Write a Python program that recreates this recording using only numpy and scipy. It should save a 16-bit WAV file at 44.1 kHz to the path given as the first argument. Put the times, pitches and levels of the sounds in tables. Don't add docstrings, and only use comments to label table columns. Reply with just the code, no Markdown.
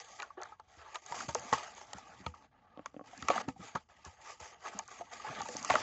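import sys
import numpy as np
from scipy import signal
from scipy.io import wavfile
from scipy.ndimage import uniform_filter1d

SR = 44100
rng = np.random.default_rng(int(sys.argv[2]) if len(sys.argv) > 2 else 0)


def how_loud(loudness_db):
    steps = np.asarray(loudness_db, float) / 20
    return 10 ** steps


def store_wav(level_fs):
    pcm = np.round(np.clip(np.atleast_2d(level_fs), -1, 1) * 32767)
    wavfile.write(sys.argv[1], SR, pcm.T.astype(np.int16))


N = 256662

# [f/Hz, width/Hz, level/dB]
BODY = [(366, 100, -11), (490.3, 37, -5.5), (567, 90, -7), (738, 170, -2), (882, 73, 1),
        (1117.6, 103, -2.5), (1230, 90, 0), (1303, 100, -4.5), (1693, 190, -7)]
# [f/Hz, width/Hz, level/dB]
CARD = [(1925, 150, 4), (2390, 377, 0.5), (2797, 584, 0.5), (3270, 880, -1), (4040, 1370, -7.5)]
# [f/Hz, width/Hz, level/dB]
FILM = [(4590, 530, -10), (6090, 2120, -8), (6574, 350, -1.5), (7250, 700, -4.5), (7760, 1900, -8)]
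# [f/Hz, width/Hz, level/dB]
TABLE = [(80, 36, -1), (132, 69, -1.5), (182, 95, 1), (265, 140, 1.5)]
# [t/s, peak level/dB, strongest f/Hz]
CREAKS = [(0.195, -46, 1170), (0.303, -40, 1100), (0.43, -44, 1750), (0.453, -40.5, 1360),
          (0.519, -41, 946), (0.595, -42, 1075), (1.349, -30.5, 491.5), (1.203, -31.5, 1390),
          (1.628, -47, 1160), (1.811, -41.5, 828), (1.982, -41, 793), (2.338, -43, 1120),
          (0.227, -31.5, 1450), (5.645, -31.5, 1210), (3.059, -57, 940), (3.762, -35, 934),
          (5.244, -34.5, 766), (5.418, -35.5, 1190), (3.13, -44.5, 710), (3.26, -54, 880),
          (3.359, -30.5, 740), (3.56, -49, 775), (3.897, -52.5, 1230), (4.271, -46, 1240),
          (4.408, -76, 743), (4.882, -41.5, 1250), (5.125, -45.5, 704), (5.196, -40, 1190),
          (5.287, -35, 1100), (5.455, -35.5, 933)]
# [t/s, peak level/dB, strongest f/Hz, card edge level/dB]
POPS = [(0.199, -43.5, 960, -38), (0.22, -37, 1500, -37), (0.373, -36.5, 382, -77),
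        (0.42, -37.5, 1350, -46), (0.955, -31.5, 995, -36.5), (1.121, -29.5, 930, -45),
        (1.143, -31.5, 850, -64), (1.287, -32, 637, -46), (1.35, -24, 864, -40), (1.526, -14.5, 883, -32.5),
        (1.534, -21.5, 1100, -33), (1.931, -35, 834, -41), (2.263, -28.5, 920, -39.5),
        (2.858, -29.5, 1183, -46.5), (3.224, -35, 1200, -42), (3.284, -18.5, 1154, -30.5),
        (3.301, -13.5, 732, -32), (3.378, -20, 1244, -45), (3.485, -31.5, 786, -41.5),
        (3.754, -23, 943, -53), (4.657, -33.5, 1230, -49), (4.792, -32.5, 824, -38.5),
        (5.008, -33.5, 693, -66), (5.404, -28, 806, -46), (5.487, -34, 404, -43.5), (5.712, -28, 900, -53),
        (5.699, -17.5, 742, -29), (5.704, -16, 1155, -28), (5.738, -23.5, 626, -36),
        (5.753, -14.5, 1270, -30)]


def rms_one(x):
    return x / np.sqrt(np.mean(x ** 2) + 1e-20)


def drift(rate):
    step = 40
    r = np.exp(-2 * step * np.pi * rate / SR)
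    noise = rng.standard_normal(N // step + 2002)
    slow = signal.lfilter([1], [1, -2 * r, r * r], noise)[2000:]
    return np.interp(np.arange(N) / step, np.arange(len(slow)), rms_one(slow))


def resonate(x, hz, width_hz):
    r = np.exp(-np.pi * width_hz / SR)
    zeros = np.array([1, 0, -1]) * (1 - r * r) / 2
    poles = [1, -2 * r * np.cos(2 * np.pi * hz / SR), r * r]
    return signal.lfilter(zeros, poles, x)


def within(x, modes):
    edges_hz = [0.91 * modes[0][0], 1.177 * modes[-1][0]]
    return signal.sosfilt(signal.butter(3, edges_hz, "band", fs=SR, output="sos"), x + 1e-18)


def near(modes, hz, fall_db):
    own = (hz, np.mean(np.array(modes)[:, 1]), 1.5)
    others = [(f, width_hz, level_db - fall_db * abs(np.log2(f / hz))) for f, width_hz, level_db in modes]
    return [own] + others


def struck(modes, t60, slip_s, chance):
    t = np.arange(int(0.15 * SR)) / SR
    hz, width_hz, level_db = np.transpose(modes)[:, :, None]
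    tune = chance[:len(modes), None]
    strength = chance[10:10 + len(modes), None]
    slips = chance[20:]
    fall = np.log(1000) / max(t60, 0.003) * (0.29 + 0.48 * width_hz / width_hz.mean())
    tones = np.sin(2 * np.pi * hz * (1 + 0.012 * tune) * t)
    rings = how_loud(level_db + 6.5 * strength) * tones * np.exp(-fall * t)
    age = np.arange(len(slips)) / (slip_s * SR)
    push = slips * np.abs(slips) * age * np.exp(-age)
    piece = signal.fftconvolve(rings.sum(axis=0), push)[:len(t)]
    return piece / np.abs(piece).max()


def add(out, s, piece):
    i = int(s * SR)
    out[i:i + len(piece)] += piece[:N - i]


def bucklings():
    return POPS + [(s, peak_db, hz, peak_db - 39.5) for s, peak_db, hz in CREAKS]


def hush():
    white = rng.standard_normal((2, N))
    dull = signal.lfilter([1], [1, -0.75], white[0])
    rumble = signal.sosfilt(signal.butter(2, 90, fs=SR, output="sos"), white[1])
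    return how_loud(-89) * rms_one(dull) + how_loud(-72.5) * rms_one(rumble)


def stroke_levels():
    # [start t/s, level/dB, film against body/dB, swell/dB]
    prying = [(0.0, -53.5, -6.5, -15.5), (0.042, -59, -3, -2), (0.189, -59.5, -13.5, -26.5),
              (0.37, -49.5, -31, 7), (0.442, -60, -14, -15), (0.56, -74, -13, 6.5), (0.677, -64.5, -7, 5.5),
              (0.782, -53.5, -15.5, 3.5), (0.944, -56, -7, -35), (1.018, -62, -5, 2),
              (1.06, -50.5, -6.5, 3.5), (1.143, -46, -3, -2.5), (1.24, -58, 1, -6), (1.285, -54, -0.5, -16),
              (1.346, -50, -5.5, 5), (1.528, -47.5, -9, -20), (1.764, -56.5, -5.5, -9.5),
              (1.886, -56, -11.5, 5.5), (2.007, -57.5, -11, -2.5), (2.26, -61.5, -9.5, -19.5),
              (2.341, -63.5, -11.5, -1.5), (2.442, -73.5, -18.5, -38), (2.512, -65.5, -27, 7),
              (2.856, -69, -10, -18), (2.937, -73, -9, -9)]
    # [start t/s, level/dB, film against body/dB, swell/dB]
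    peeling = [(3.039, -55.5, -10, 10), (3.287, -40.5, -14, 5.5), (3.356, -39.5, -9, -0.5),
               (3.419, -56.5, -13, -10), (3.479, -62, -8, -30), (3.553, -60.5, -8.5, 26.5),
               (3.645, -56, -7.5, -11), (3.751, -50, -11.5, -27), (3.797, -74.5, -6, -30),
               (3.885, -62.5, -12.5, 2), (4.045, -59, -6, -19), (4.165, -55.5, -10, 21.5),
               (4.305, -60.5, -4, -20.5), (4.397, -54.5, -5, -7.5), (4.522, -57.5, -18, -14.5),
               (4.594, -52, -8.5, 22), (4.688, -51.5, -9, -1), (4.815, -61.5, -4.5, -8),
               (4.884, -53.5, -7.5, 3), (5.022, -61.5, -8, 3), (5.112, -51.5, -8, -3),
               (5.245, -45.5, -12, -2), (5.428, -51, -2.5, 3), (5.599, -48, -4, 4.5), (5.692, -38, -9, 0.5)]
    # [t/s, rumble level/dB]
    weight = [(0.0, -86), (0.48, -80), (1.02, -93), (1.17, -67), (1.38, -70), (1.72, -80.5), (2.17, -68),
              (2.5, -74.5), (3.06, -73.5), (3.47, -64.5), (3.58, -59), (3.73, -78), (4.38, -88.5),
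              (5.22, -70.5), (5.38, -68), (5.82, -66.5)]
    start, level_db, film_db, swell_db = np.transpose(prying + peeling)
    t = np.arange(N) / SR
    now = np.clip(np.searchsorted(start, t) - 1, 0, None)
    done = (t - start[now]) / np.diff(np.append(start, N / SR))[now]
    stroke = how_loud(level_db[now] + swell_db[now] * (done - 0.5))

    tail_db, tail_t60_s = -26, 0.05
    kicks = np.zeros(N)
    for s, peak_db, _, _ in bucklings():
        kicks[int(s * SR)] = how_loud(peak_db + tail_db)
    tail = signal.lfilter([1], [1, -how_loud(-60 / (tail_t60_s * SR))], kicks)

    body_db = uniform_filter1d(20 * np.log10(stroke + tail), size=300)
    bright_db = uniform_filter1d(film_db[now], size=300)
    card_db = body_db + 0.35 * bright_db
    effort_db = uniform_filter1d(body_db, size=int(0.087 * SR))
    weight_db = np.interp(t, *np.transpose(weight))
    hands_db = 4.5 + weight_db + 0.53 * (effort_db - effort_db.mean())
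    return body_db, card_db, body_db + bright_db, hands_db


def grains(per_s, uneven_db, clump_db):
    sizes = how_loud(uneven_db * np.minimum(rng.exponential(1, N), 4)) * rng.choice([-1, 1], N)
    slips = sizes * (rng.random(N) < per_s / SR)
    return how_loud(clump_db * drift(41)) * (rms_one(slips) + 0.5 * rng.standard_normal(N))


def rubbed(modes, slips, patchy_db):
    rings = np.zeros(N)
    for k, (hz, width_hz, level_db) in enumerate(modes):
        gain = (-1) ** k * how_loud(level_db + patchy_db * drift(13.2))
        rings += gain * resonate(slips, hz, width_hz)
    return rms_one(within(rings, modes))


def rubbing():
    body_db, card_db, film_db, hands_db = stroke_levels()
    slips = grains(2500, uneven_db=1.1, clump_db=1.83)
    fine = grains(5000, uneven_db=4.5, clump_db=2.0)
    body = how_loud(body_db - 1.5) * rubbed(BODY, slips, patchy_db=2.5)
    card = how_loud(card_db - 4.5) * rubbed(CARD, 0.39 * slips + fine, patchy_db=1.5)
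    film = how_loud(film_db + 1.0) * rubbed(FILM, 0.6 * slips + fine, patchy_db=2.0)
    shuffle = grains(300, uneven_db=5.0, clump_db=-0.5)
    hands = how_loud(hands_db) * rubbed(TABLE, shuffle, patchy_db=3.0)
    return body - card + film + hands


def pops():
    body, edge = np.zeros((2, N))
    chance = rng.standard_normal((len(bucklings()), 2, 820))
    manners = [(0.0012, 15.0, 1.6)] * len(POPS) + [(0.0018, 29, 0.6)] * len(CREAKS)
    for event, manner, (a, b) in zip(bucklings(), manners, chance):
        s, peak_db, hz, edge_db = event
        slip_s, fall_db, spread = manner
        hit = struck(near(BODY, hz, fall_db), 33.0 / hz, slip_s, a)
        ring = resonate(hit, hz, spread * hz)
        add(body, s, how_loud(peak_db) * ring / np.abs(ring).max())
        add(edge, s, how_loud(edge_db + 8.0) * struck(CARD, 0.0045, slip_s, b))
    return within(body, BODY) + within(edge, CARD)


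def ticks():
    # [t/s, peak level/dB]
    snaps = [(0.2276, -32), (0.4154, -37.5), (0.4326, -28.5), (0.598, -47), (0.944, -45), (1.0617, -33.5),
             (1.1453, -42), (1.2885, -38), (1.3473, -18), (1.3947, -33), (1.5318, -22), (1.6337, -34),
             (1.7489, -43.5), (1.932, -25), (1.983, -37.5), (2.8584, -38.5), (3.176, -36.5), (3.2235, -33),
             (3.2839, -22), (3.3488, -34.5), (4.0496, -34), (4.4016, -40.5), (4.684, -41), (4.789, -19.5),
             (4.878, -36), (5.4163, -25.5), (5.4856, -27), (5.5668, -26.5), (5.6273, -28.5), (5.6472, -19)]
    flicks = [(s, edge_db + 1) for s, _, _, edge_db in POPS]
    rows = snaps + flicks
    out, chance = np.zeros(N), rng.standard_normal((len(rows), 820))
    for (s, peak_db), a in zip(rows, chance):
        add(out, s, how_loud(peak_db) * struck(FILM, 0.0028, 0.00043, a))
    return within(out, FILM)


def thumps():
    # [t/s, peak level/dB, strongest f/Hz]
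    knocks = [(0.77, -50, 73.6), (1.109, -47.5, 150), (1.282, -34, 164), (1.397, -49, 135),
              (1.523, -31.5, 177), (1.942, -42.5, 270), (2.2, -44.5, 111), (2.261, -32, 120),
              (3.221, -38, 142), (3.291, -30.5, 312), (3.478, -26.5, 165), (3.592, -41, 170),
              (3.747, -33, 224), (4.062, -38.5, 93), (4.409, -45.5, 86), (4.746, -41.5, 198),
              (4.997, -47.5, 353), (5.295, -41, 157), (5.393, -42, 254), (5.542, -49.5, 238),
              (5.704, -30.5, 135), (5.75, -35.5, 300)]
    modes = TABLE + BODY[:2]
    out, chance = np.zeros(N), rng.standard_normal((len(knocks), 820))
    for (s, peak_db, hz), a in zip(knocks, chance):
        add(out, s, how_loud(peak_db) * struck(near(modes, hz, fall_db=1.5), 0.074, 0.0021, a))
    return within(out, modes)


def taps():
    # [t/s, peak level/dB]
    drumming = [
        (2.774, -35.5),
        (2.793, -33),
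        (2.943, -39),
        (2.965, -32.5),
        (2.994, -34),
        (3.011, -34),
        (5.552, -30),
    ]
    # [f/Hz, width/Hz, level/dB]
    tapped = [(170, 160, -17), (300, 76, 3), (547, 750, 12.5), (731, 96, -2), (1100, 140, -2),
              (1720, 370, -25), (2570, 570, -20), (3030, 400, -25)]
    out, chance = np.zeros(N), rng.standard_normal((len(drumming), 820))
    chance[:, :20] *= 0.3
    for (s, peak_db), a in zip(drumming, chance):
        add(out, s, how_loud(peak_db) * struck(tapped, 0.022, 0.00011, a))
    return within(out, tapped)


def scene():
    return (pops() + thumps() + ticks() + rubbing() + hush() + taps())[None]


def band_limit(x):
    return signal.sosfilt(signal.butter(12, 8720, fs=SR, output="sos"), x)


def record(dry):
    x = signal.sosfilt(signal.butter(3, 55, "high", fs=SR, output="sos"), dry)
    x = signal.sosfilt(signal.butter(14, 8550, fs=SR, output="sos"), x)
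    x = signal.sosfilt(signal.cheby2(8, 50, 9000, fs=SR, output="sos"), x)
    mix = x + how_loud(-99) * rng.standard_normal(x.shape)
    return band_limit(mix)


dry = scene()
out = record(dry)
store_wav(out)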